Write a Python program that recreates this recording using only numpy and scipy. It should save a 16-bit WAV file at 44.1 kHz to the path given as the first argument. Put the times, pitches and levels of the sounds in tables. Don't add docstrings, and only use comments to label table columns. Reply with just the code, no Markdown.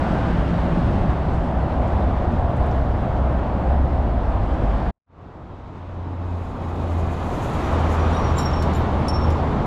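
import sys
import numpy as np
from scipy import signal
from scipy.fft import rfft, irfft
from scipy.io import wavfile
from scipy.ndimage import uniform_filter1d, map_coordinates

SR = 44100
rng = np.random.default_rng(int(sys.argv[2]) if len(sys.argv) > 2 else 0)


def transcribe(signal):
    frames = np.atleast_2d(signal).T
    limited = np.clip(frames, -1, 1)
    pcm = np.round(limited * 32767).astype(np.int16)
    wavfile.write(sys.argv[1], SR, pcm)


N = 426006
TIME = np.arange(N) / SR
CUT_S, RETURN_S = 4.904, 5.06
PASS_S = 0.43


def traffic(wash, passes, road, fizz_re_hiss_db, patch_db, flutter_db):
    # low f/Hz, high f/Hz
    bands = [(110, 380), (450, 1400), (1800, 5000), (6200, 9000)]
    hz, t, spectrum = signal.stft(rng.standard_normal(N), SR, nperseg=1024, noverlap=768)
    shape = colour(road, hz)
    falloff = np.array([1.2, 1.2, 1.3, 1.5])[:, None]
    power = amp(wash)[:, None] ** 2
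    for s, drone_db, roar_db, hiss_db in passes:
        peak = amp([drone_db, roar_db, hiss_db, hiss_db + fizz_re_hiss_db])[:, None] ** 2
        power = power + peak * nearness(s, PASS_S, t) ** falloff
    road_power = np.array([np.sum(shape[(hz >= lo) & (hz < hi)] ** 2) / len(hz) for lo, hi in bands])
    lift_db = 10 * np.log10(power / road_power[:, None])
    centres_hz = [230, 800, 2600, 7500]
    blend = np.array([np.interp(np.log(hz + 1), np.log(centres_hz), row) for row in np.eye(len(bands))])
    patches = uniform_filter1d(rng.standard_normal(spectrum.shape), size=14, axis=0)
    patches = unit(uniform_filter1d(patches, size=16, axis=1))
    flutter = np.sqrt(hz / 5000)[:, None] * unit(uniform_filter1d(rng.standard_normal(len(t)), size=7))
    gain = amp(blend.T @ lift_db + patch_db * patches + flutter_db * flutter)
    return signal.istft(spectrum * shape[:, None] * gain, SR, nperseg=1024, noverlap=768)[1][:N]


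def engine(firing_hz, db, orders, waver, fading_db, overtone_fading_db=0.5):
    turns = np.cumsum(firing_hz * (1 + waver * wander(14))) / SR
    note = np.zeros(N)
    for order, order_db in orders:
        depth_db = fading_db if order == 1 else overtone_fading_db
        gain = amp(order_db + depth_db * wander(9.6))
        note += gain * np.sin(2 * np.pi * (order * turns + rng.random()))
    return np.sqrt(2) * note * amp(db)


def passing_engines(rows, fade_s=0.1):
    exhaust = [(1, -7), (2, -23), (3, -37.5)]
    out = np.zeros(N)
    for start_s, end_s, first_hz, last_hz, first_db, last_db in rows:
        hz, db = curves([(start_s, first_hz, first_db), (end_s, last_hz, last_db)])
        gate = np.clip(.5 + np.minimum(TIME - start_s, end_s - TIME) / fade_s, 0, 1)
        out += gate * engine(hz, db, exhaust, waver=0.0048, fading_db=2.0)
    return out


def bus_diesel():
    # t/s, firing rate/Hz, level/dB
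    run = [(5.3, 90.3, -46.5), (6.05, 88, -34), (6.34, 86.6, -25.5), (6.51, 86.27, -34.5),
           (7.02, 83.94, -23), (7.47, 81.3, -38.5), (7.76, 81.1, -22), (7.95, 80.3, -21),
           (9.17, 80.25, -26.5), (9.29, 80.04, -20), (9.54, 81.2, -30.5), (9.66, 79.8, -43)]
    orders = [(1, 0.5), (2, -17.5), (3, -18), (3.5, -21.5)]
    return engine(*curves(run), orders, waver=0.0068, fading_db=1.5)


def trailer(nearest_s=8.24, near_s=0.38, shift=0.04, listed_pitch_s=9.06):
    modes = [(3050, -6, .2, 3), (3605, 0, .18, 4), (3765, 3, .14, 3), (4175, -5, .09, 3),
             (5385, -13, .07, 0), (5453, -2.5, .58, 0), (5530, -10, .07, 0), (5990, -21, .2, 2),
             (7125, -1.5, .075, 1), (7100, -21, .6, 1), (9170, 1, .075, 2), (9165, -22, .5, 2),
             (9200, -10, .08, 3), (9110, -19, .3, 4), (11570, -10.5, .28, 3), (11960, -11.5, .26, 3),
             (12430, -29, .3, 2)]
    # t/s, strength/dB, free ringing/s, contact kind
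    clinks = [(7.63, -53, .12, "tap"), (7.86, -54, .1, "tap"), (7.992, -51, .1, "tap"),
              (8.129, -48, .03, "strike"), (8.146, -39, .05, "chink"), (8.166, -44, .06, "tap"),
              (8.183, -56, .02, "jangle"), (8.243, -44.5, .08, "tap"), (8.358, -50, .02, "edge"),
              (8.370, -39, .02, "edge"), (8.381, -27.5, .17, "edge"), (8.386, -32, .022, "strike"),
              (8.401, -39, .02, "knock"), (8.419, -44, .1, "jangle"), (8.426, -37, .005, "tap"),
              (8.451, -30, .014, "tap"), (8.480, -42, .03, "tap"), (8.531, -37, .012, "tap"),
              (8.563, -42, .08, "tap"), (8.598, -42, .04, "tap"), (8.623, -36, .02, "knock"),
              (8.735, -43, .005, "knock"), (8.749, -38.5, .014, "edge"), (8.757, -52, .008, "strike"),
              (8.760, -45, .04, "jangle"), (9.083, -28.5, .17, "strike"), (9.228, -47, .17, "tap"),
              (9.304, -43, .01, "knock"), (9.323, -52, .03, "edge")]
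    contacts = {"tap": (3.5, -28, -30, -30, -40, -30, .3), "strike": (3.5, -22, -9, -32, -30, -6, .8),
                "edge": (-22, 3, -24, -14, -30, -18, .3), "knock": (-22, -16, -30, -23, -30, 2, 0),
                "jangle": (-14, -14, -24, 0, -20, -20, .3), "chink": (-30, -30, -30, -22, 0, -30, 0)}
    rise_s, damp_s, beat_hz = 0.0006, 0.014, 12.7
    t, out = np.arange(SR // 3) / SR, np.zeros(N)
    attack = 1 - np.exp(-t / rise_s)
    beat_rad = np.pi * beat_hz * t
    blows, hits = [], []
    for s, db, free_s, kind in clinks:
        *group_db, knock_db, dip = contacts[kind]
        beat = np.hypot(np.cos(beat_rad), (1 - dip) * np.sin(beat_rad))
        damping = np.exp(-np.maximum(t - free_s, 0) / damp_s)
        blows.append((s, amp(db) * attack * beat * damping, group_db))
        hits.append((s, db + knock_db))
    path = nearest_s, near_s, shift
    clock_s = np.cumsum(doppler(*path) / doppler(*path, listed_pitch_s)) / SR
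    for hz, db, t60_s, group in modes:
        ring, energy = amp(db - 60 * t / t60_s), np.zeros(N)
        for s, blow, group_db in blows:
            add(energy, s, (amp(group_db[group]) * blow * ring) ** 2)
        smear_rad = 1.1 * (hz / 8000) ** 2 * wander(90)
        flutter = amp(0.9 * wander(110))
        out += np.sqrt(energy) * flutter * np.sin(2 * np.pi * hz * clock_s + smear_rad)
    return out + knocks(hits)


def knocks(hits, gain_db=-3, decay_s=0.0085):
    # f/Hz, level/dB
    spectrum = [(1500, -20), (2800, -9), (3100, 5), (3400, -5), (3800, 6), (4000, 6), (4230, 7), (4700, 3),
                (5500, 7), (6050, 3), (6500, -6), (7150, 6), (7600, -7), (8200, 0), (8900, -11), (9900, -5),
                (10900, -9), (12000, -6), (14000, -22.5)]
    t, envelope = np.arange(SR // 10) / SR, np.zeros(N)
    for s, db in hits:
        add(envelope, s, amp(db + gain_db) * np.exp(-t / decay_s))
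    return envelope * noise(spectrum)


def tread():
    # f/Hz, level/dB
    spectrum = [(500, -27.5), (900, -1), (1100, 4), (1300, -4), (1700, -14), (4000, -54)]
    cars = [(0.15, -42, 1.39), (8.2, -32.5, 1.04)]
    return sum(noise(spectrum, pitch) * amp(db) * nearness(s, PASS_S) ** 0.74 for s, db, pitch in cars)


def bus_whine(mesh_hz=2443, width_hz=150, level_db=-58.5, near_s=0.8):
    orders = [(1, 0.5), (1.53, -7), (2, -13)]
    phase = 2 * np.pi * np.cumsum(mesh_hz * doppler(7.2, near_s, shift=0.06)) / SR
    mesh = sum(amp(db) * (wander(width_hz) * np.cos(k * phase) + wander(width_hz) * np.sin(k * phase))
               for k, db in orders)
    return amp(level_db) * nearness(7.16, near_s) ** 1.3 * mesh


def bus_air(flutter_db=2.0):
    swells = [(6.45, 0.2, -75), (7.05, 0.55, -64), (7.46, 0.2, -60.5), (7.7, 0.65, -60.5),
              (7.93, 0.043, -55)]
    # f/Hz, level/dB
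    spectrum = [(3000, -16), (6800, 9), (9000, -3.5), (9800, 2.5), (11200, -5), (12200, -1), (14800, -18)]
    envelope = sum(amp(db) * nearness(s, width_s) ** 2 for s, width_s, db in swells)
    return noise(spectrum) * envelope * amp(flutter_db * wander(46))


def rattles():
    # t/s, level/dB, centre f/Hz, decay/s
    ticks = [(1.335, -65, 7900, .05), (1.44, -66.5, 7900, .035), (1.875, -61, 7000, .03),
             (2.315, -67, 7200, .03), (2.565, -62, 8400, .012), (2.661, -59.5, 8200, .01),
             (2.712, -55.5, 5600, .014)]
    # f/centre, level/dB
    spectrum = [(.45, -25), (.7, -5), (1, 0), (1.15, -6.5), (1.6, -24), (2, -45)]
    t, out = np.arange(SR // 5) / SR, np.zeros(N)
    for s, db, centre_hz, decay_s in ticks:
        add(out, s, amp(db) * np.exp(-t / decay_s) * noise(spectrum, centre_hz, size=len(t)))
    return out


def sizzle(flutter_db=2.0):
    # f/Hz, level/dB
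    spectrum = [(5000, -30), (8300, -5.5), (10200, -5), (11800, 1), (12500, -1), (13300, -9),
                (14500, -27.5)]
    cars = [(0.5, -82, 1.0), (2.75, -81, 1.0), (9.2, -73.5, 0.8)]
    hiss = sum(noise(spectrum, pitch) * amp(db) * nearness(s, PASS_S) for s, db, pitch in cars)
    return hiss * amp(flutter_db * wander(25))


def rumble(level_db):
    # f/Hz, level/dB
    spectrum = [(4, -5.5), (12, -1.5), (30, 10), (45, 9.5), (60, 14), (85, 7), (105, 7.5), (140, -9),
                (300, -75)]
    return noise(spectrum) * amp(level_db - 0.1 * wander(12))


def roadside(x, wet_db=-11, t60_s=0.19, echoes_per_s=2000):
    t = np.arange(SR // 3) / SR
    taps = rng.standard_normal(len(t)) * (rng.random(len(t)) < echoes_per_s / SR)
    taps *= amp(-60 * t / t60_s) * (t > .004)
    return x + amp(wet_db) * signal.fftconvolve(x, taps / np.linalg.norm(taps))[:N]


def nearness(s, near_s, t=TIME):
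    return 1 / (1 + ((t - s) / near_s) ** 2)


def doppler(s, near_s, shift, t=TIME):
    return 1 - shift * (t - s) / np.hypot(t - s, near_s)


def amp(db):
    return np.exp(np.asarray(db) * np.log(10) / 20)


def unit(x):
    return x / np.sqrt(np.mean(x ** 2) + 1e-20)


def colour(points, hz):
    f, db = np.transpose(points)
    return amp(np.interp(np.log(hz + 1), np.log(f + 1), db))


def curves(rows):
    s, *columns = np.transpose(rows)
    return [np.interp(TIME, s, c) for c in columns]


def noise(points, pitch=1, size=N):
    shape = colour([(f * pitch, db) for f, db in points], np.fft.rfftfreq(size, 1 / SR))
    return unit(irfft(rfft(rng.standard_normal(size)) * shape, size))


def wander(rate_hz):
    knots, t = rng.standard_normal(4096), TIME[::32]
    return unit(np.interp(TIME, t, map_coordinates(knots, [t * rate_hz], order=3, mode="wrap")))


def add(mix, s, sound):
    part = mix[round(s * SR):][:len(sound)]
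    part += sound[:len(part)]


def scene(swell_db_per_s=7.5, swell_end_s=7.754):
    # f/Hz, level/dB
    road_a = [(60, -30), (100, 7), (140, -1.5), (200, -1), (320, -6.5), (450, -13.5), (570, -7.5),
              (720, -7), (1250, -20.5), (1650, -27.5), (2450, -38), (3400, -41), (5900, -53), (8400, -58),
              (12500, -76), (13800, -87), (14800, -104)]
    road_b = [(60, -22), (115, 2), (165, -5.5), (230, -4.5), (340, -10), (450, -14), (1000, -18),
              (1250, -21), (1600, -27), (3700, -34), (5000, -42), (7500, -47.5), (9000, -58), (10000, -56),
              (14800, -81)]
    # drone/dB, roar/dB, hiss/dB, fizz/dB
    wash_a = (-30.5, -32, -49.5, -73.5)
    wash_b = (-26.5, -27.5, -45.5, -65.5)
    # nearest t/s, drone/dB, roar/dB, hiss/dB
    passes_a = [(0.1, -28, -30.5, -42.5), (0.8, -24, -38, -45.5), (1.95, -29, -29.5, -51),
                (2.7, -33.5, -32.5, -52), (3.4, -30, -30, -57), (4.751, -31.5, -33, -49)]
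    passes_b = [(5.65, -41, -42, -52), (6.7, -29, -28, -54), (7.5, -34, -55, -46.5),
                (8.05, -50, -29.5, -44.5), (8.5, -38, -42.5, -49), (9.4, -33, -31, -66)]
    engines = [(0.08, 0.85, 173, 168.5, -18, -19.5), (0.88, 1.55, 167, 165, -27, -30),
               (0.0, 4.8, 65, 66.6, -19.5, -21.5), (1.93, 2.66, 85, 84, -21, -20),
               (2.4, 3.35, 131, 126, -24, -25), (3.62, 3.98, 66, 71, -16, -11.5),
               (4.0, 4.95, 50, 48.5, -15.5, -18.5), (5.35, 6.4, 120, 119, -41, -37),
               (8.2, 9.3, 121, 120, -21, -30)]
    side_a = traffic(wash_a, passes_a, road_a, fizz_re_hiss_db=-22.5, patch_db=0.63, flutter_db=0.5)
    side_a += rumble(level_db=-23.5)
    side_a += passing_engines([row for row in engines if row[0] < CUT_S])
    side_b = traffic(wash_b, passes_b, road_b, fizz_re_hiss_db=-18, patch_db=0.66, flutter_db=0.43)
    side_b += rumble(level_db=-26.5)
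    side_b *= amp(swell_db_per_s * np.minimum(TIME - swell_end_s, 0))
    side_b += passing_engines([row for row in engines if row[0] > CUT_S])
    side_b += bus_diesel() + bus_whine() + bus_air()
    road = np.where(TIME < (CUT_S + RETURN_S) / 2, side_a, side_b)
    return (road + tread() + sizzle() + roadside(trailer() + rattles()))[None]


def record(dry, fade_out_s=0.003, fade_in_s=0.16, floor_db=-58, cutoff_hz=14950):
    fade_out = np.exp(-(np.maximum(TIME - CUT_S, 0) / fade_out_s) ** 2 / 2)
    fade_in = np.clip((TIME - RETURN_S) / fade_in_s, 0, 1) ** 1.3
    faded = dry * np.maximum(fade_out + fade_in, amp(floor_db))
    lowpass = signal.firwin(255, cutoff_hz, window=("kaiser", 9), fs=SR)
    return signal.oaconvolve(faded, lowpass[None], "same")


dry = scene()
out = record(dry)
transcribe(out)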